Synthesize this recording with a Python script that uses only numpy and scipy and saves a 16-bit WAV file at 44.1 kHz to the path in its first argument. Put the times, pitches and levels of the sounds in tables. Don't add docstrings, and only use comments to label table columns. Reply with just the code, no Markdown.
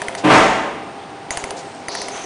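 import sys
import numpy as np
from scipy import signal
from scipy.fft import rfft, irfft
from scipy.io import wavfile

SR = 44100
rng = np.random.default_rng(int(sys.argv[2]) if len(sys.argv) > 2 else 0)


def unload_audio(sound):
    columns = np.transpose(np.atleast_2d(sound))
    steps = np.round(np.clip(columns, -1, 1) * 32767)
    wavfile.write(sys.argv[1], SR, steps.astype(np.int16))


N = 99225
TIME = np.arange(N) / SR

# (f/Hz, level/dB)
FAN_COLOUR = [(25, -45), (60, -19), (100, -8), (200, -4.5), (300, -0.5), (450, -6), (580, -7), (780, -2),
              (1050, -8.5), (1400, -10.5), (2200, -14.5), (3300, -19), (5000, -24), (8000, -31.5),
              (10000, -37.5)]
# (f/Hz, level/dB)
COOLER_TONES = [(301, -50.5), (408, -53), (483, -54.5), (650, -49.5), (693, -51), (794.5, -42),
                (894, -51.5)]
# (f/Hz, width/Hz, level/dB)
DRONE_BANDS = [(403.2, 16, 4.5), (470, 44, -0.5), (525, 20, 1.5), (695, 14, -1.5), (740, 96, 3.5)]
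# (t/s, level/dB)
DRONE_LOUDNESS = [(0, -35.5), (.22, -35.5), (.6, -51), (1.28, -54), (1.36, -34), (1.56, -36), (1.8, -52),
                  (1.88, -39.5), (1.97, -36), (2.25, -38)]
# (t/s, level/dB)
HISS_LOUDNESS = [(0, -34.5), (.2, -38.5), (.6, -49), (1.27, -76), (1.32, -32.5), (1.5, -40), (1.65, -43.5),
                 (1.84, -65), (1.92, -37), (2.1, -39), (2.17, -30.5), (2.25, -37)]
# (f/Hz, level/dB)
HISS_COLOUR = [(100, -14), (500, -5), (1200, 2), (1700, -3), (2200, -2.5), (3300, -5), (6000, -13.5),
               (10000, -13.5)]
# (t/s, tick/dB, treble/dB, pitch/Hz, crack/dB, knock/dB, knock delay/s, air push/dB)
LASER_SHOTS = [(0.0177, -9, -19, 1766, -18.5, -14.5, 0.01, -38),
               (0.0836, -8, -19, 2070, -19.5, -20, 0.014, -22),
               (0.1504, -15, -18.5, 1980, -23, -19, 0.01, -36),
               (1.3064, -8, -9.5, 2000, -18, -15, 0.012, -19.5),
               (1.3720, -16, -13.5, 2000, -14, -18, 0.01, -19),
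               (1.4399, -11.5, -16.5, 2080, -23, -18.5, 0.011, -20),
               (1.5063, -23.5, -15.5, 2090, -19.5, -18.5, 0.012, -24),
               (1.8839, -11.5, -13, 1960, -29, -15.5, 0.00997, -27),
               (1.9506, -12, -20, 1930, -19, -16, 0.0087, -39),
               (2.0166, -18, -13.5, 1956, -27, -19.5, 0.0087, -35),
               (2.0838, -17, -17.5, 2120, -23, -20, 0.012, -38)]
TICK_TONES = [(1370, -9, 0.011), (2007, 3, 0.0087), (2910, -6.5, 0.006), (4690, -6.5, 0.01),
              (6190, -7, 0.017), (7370, -8, 0.0077), (9150, -14, 0.022), (9750, -13, 0.035)]
# (f/Hz, level/dB)
SPARK_COLOUR = [(20, -3), (150, -5.5), (1000, 3.5), (3000, -2.5), (5500, -7.5), (7000, -11), (8200, -5),
                (9700, -4.5)]
# (head start/s, f/Hz, half length/s, level/dB)
KNOCK_PULSES = [(.003, 760, 0.0012, -2.5), (0, 770, .001, -6)]
# (t/s, hold/s, level/dB, f/Hz, width/Hz)
SIZZLE_SPURTS = [(0.035, 0.28, -61, 5200, 2850), (0.174, 0.011, -34.5, 5300, 2800),
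                 (0.981, 0.054, -47.5, 3400, 696), (1.307, 0.0086, -29.5, 6750, 546),
                 (1.31, 0.14, -51, 5230, 2500), (1.377, .014, -35.5, 6700, 450),
                 (1.344, 0.15, -47.5, 6900, 700), (1.563, 0.028, -37.5, 5860, 2380),
                 (1.62, .15, -54.5, 8150, 690), (1.617, 0.36, -51, 5470, 1980),
                 (1.884, 0.13, -33.5, 4500, 597), (1.912, 0.11, -35.5, 5680, 650),
                 (2.031, 0.061, -37.5, 5000, 1700), (2.11, .14, -39.5, 6200, 400)]
# (level/dB, hold/s, fall/s)
THUMP_SHAPE = (-13.5, 0.049, 0.022)
# (f/Hz, level/dB)
THUMP_NOISE = [(25, -40), (80, -27), (130, -11), (220, -5.5), (330, 0), (700, -4.5), (1300, -10),
               (3000, -15.5), (4500, -28.5), (10000, -37)]
# (f/Hz, level/dB, ring time/s)
PANEL_TONES = [(136.1, -11.5, 1.13), (192, -11, 1.2), (310.2, 0.5, 0.72), (546, -7.5, 1.42), (735, -7, 1.2),
               (966, -19.5, 2.2), (1028, -9.5, 1.36), (1178, -10.5, 0.84), (1232, -17.5, 1.9)]
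# (level/dB, rise/s, hold/s, fall/s)
CRASH_SHAPE = (-7, 0.0119, 0.0245, 0.07)
# (f/Hz, level/dB)
CRASH_NOISE = [(25, -26), (70, -11.5), (200, -4.5), (450, 0.5), (1100, 1), (2000, -6.5), (3200, -12),
               (4500, -21), (7000, -28.5), (10000, -32.5)]
# (level/dB, rise/s, hold/s, fall/s)
RATTLE_SHAPE = (-17, 0.0417, .015, 0.1076)
# (f/Hz, level/dB)
RATTLE_NOISE = [(25, -3.5), (60, 0), (200, -28), (1000, 2.5), (2000, 4), (3500, -9), (5000, -8), (7000, -9),
                (10000, -19.5)]
# (f/Hz, ring time/s)
ECHO_TIMES = [(30, .4), (100, 0.97), (250, 1.14), (700, 1.07), (1500, 0.84), (3000, 0.97), (5500, 0.56),
              (9000, 0.48)]

TICK_BASE_HZ, TREBLE_FROM_HZ, TICK_RISE_S = 2000, 4000, .0009
THUMP_AT_S, CRASH_AT_S, RATTLE_AT_S, PANEL_RISE_S = .235, .294, .3, .017


def amp(db):
    return 10 ** (np.asarray(db) / 20)


def unit(x):
    return x / np.sqrt(np.mean(x ** 2) + 1e-20)


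def look_up(points, hz):
    f, value = np.transpose(points)
    return np.interp(np.log(hz + 1), np.log(f + 1), value)


def loudness(points):
    return amp(np.interp(TIME, *np.transpose(points)))


def noise(colour):
    gain = amp(look_up(colour, np.fft.rfftfreq(N, 1 / SR)))
    return unit(irfft(rfft(rng.standard_normal(N)) * gain, N))


def band(hz, width):
    f = np.fft.rfftfreq(N, 1 / SR)
    return unit(irfft(rfft(rng.standard_normal(N)) / (1 + ((f - hz) / width) ** 2), N))


def envelope(start, rise, hold, fall):
    t = TIME - start
    return np.clip(t / rise, 0, 1) * np.exp(-np.maximum(t - rise - hold, 0) / fall)


def ring(start, tones, rise):
    first, length = round(start * SR), round(max(tone[2] for tone in tones) * SR)
    t = np.maximum(TIME - start, 0)[first:first + length]
    sound = sum(amp(db - 60 * t / ring_s) * np.sin(2 * np.pi * (hz * t + rng.random()))
                for hz, db, ring_s in tones)
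    return np.pad(sound * np.minimum(t / rise, 1), (first, N))[:N]


def echo(sound):
    hz, t, spectrum = signal.stft(rng.standard_normal(N), SR, nperseg=256)
    fade = amp(-60 * t / look_up(ECHO_TIMES, hz)[:, None])
    tail = signal.istft(spectrum * fade, SR, nperseg=256)[1][:N]
    tail *= np.minimum(TIME / .017, 1)
    return signal.fftconvolve(sound, tail / np.linalg.norm(tail))[:N]


def cooling_unit(waver_hz=.8):
    whirr = amp(-36) * noise(FAN_COLOUR)
    for hz, db in COOLER_TONES:
        pitch = hz + waver_hz * band(0, 11)
        whirr += amp(db) * unit(np.sin(2 * np.pi * np.cumsum(pitch) / SR))
    return whirr + amp(-60) * band(hz=8850, width=300)


def machine_drone():
    drone = unit(sum(amp(db) * band(hz, width) for hz, width, db in DRONE_BANDS))
    return loudness(DRONE_LOUDNESS) * drone


def weld_hiss():
    return loudness(HISS_LOUDNESS) * noise(HISS_COLOUR)


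def laser_shots():
    ticks, knocks, pushes = np.zeros((3, N))
    spark = noise(SPARK_COLOUR)
    for start, tick_db, treble_db, pitch, crack_db, knock_db, delay, push_db in LASER_SHOTS:
        tones = [(hz * pitch / TICK_BASE_HZ, db + tick_db, ring_s) if hz < TREBLE_FROM_HZ
                 else (hz, db + treble_db, ring_s) for hz, db, ring_s in TICK_TONES]
        ticks += ring(start, tones, TICK_RISE_S)
        ticks += amp(crack_db) * spark * envelope(start, TICK_RISE_S, hold=0, fall=.0035)
        push_age = np.maximum(TIME - start, 0) / .0012
        pushes += amp(push_db) * push_age * np.exp(-push_age)
        for head_start, hz, half_length, db in KNOCK_PULSES:
            t = TIME - start - delay + head_start
            bell_curve = np.exp(-np.minimum(abs(t / half_length), 10) ** 2)
            knocks += amp(knock_db + db) * bell_curve * np.cos(2 * np.pi * hz * t)
    return ticks + knocks + pushes + echo(amp(-15.5) * ticks + amp(-2) * knocks)


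def sizzle(grain_db=1.5):
    spurts = sum(amp(db) * band(hz, width) * envelope(start, rise=.006, hold=hold, fall=.018)
                 for start, hold, db, hz, width in SIZZLE_SPURTS)
    flicker = unit(amp(grain_db * band(0, 130)))
    return spurts * flicker


def blow(start, shape, colour):
    db, rise, hold, fall = shape
    return amp(db) * noise(colour) * envelope(start, rise, hold, fall)


def falling_panel(thump_rise_s=.016):
    db, hold, fall = THUMP_SHAPE
    blows = blow(THUMP_AT_S, (db, thump_rise_s, hold, fall), THUMP_NOISE)
    blows += blow(CRASH_AT_S, CRASH_SHAPE, CRASH_NOISE)
    blows += blow(RATTLE_AT_S, RATTLE_SHAPE, RATTLE_NOISE)
    upper_tones = [(hz, db, ring_s) for hz, db, ring_s in PANEL_TONES if hz > 400]
    ringing = amp(-11) * ring(THUMP_AT_S, PANEL_TONES, PANEL_RISE_S)
    ringing += amp(-25) * ring(CRASH_AT_S, upper_tones, PANEL_RISE_S)
    return blows + amp(-3) * echo(blows) + ringing


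def scene():
    return (cooling_unit() + machine_drone() + weld_hiss() + laser_shots() + sizzle()
            + falling_panel())[None]


def record(dry, ceiling=.92, top_hz=10120):
    squashed = ceiling * np.tanh(dry / ceiling)
    treble_cut = signal.firwin(601, top_hz, window=("kaiser", 8), fs=SR)
    return signal.oaconvolve(squashed, treble_cut[None], "same")


dry = scene()
out = record(dry)
unload_audio(out)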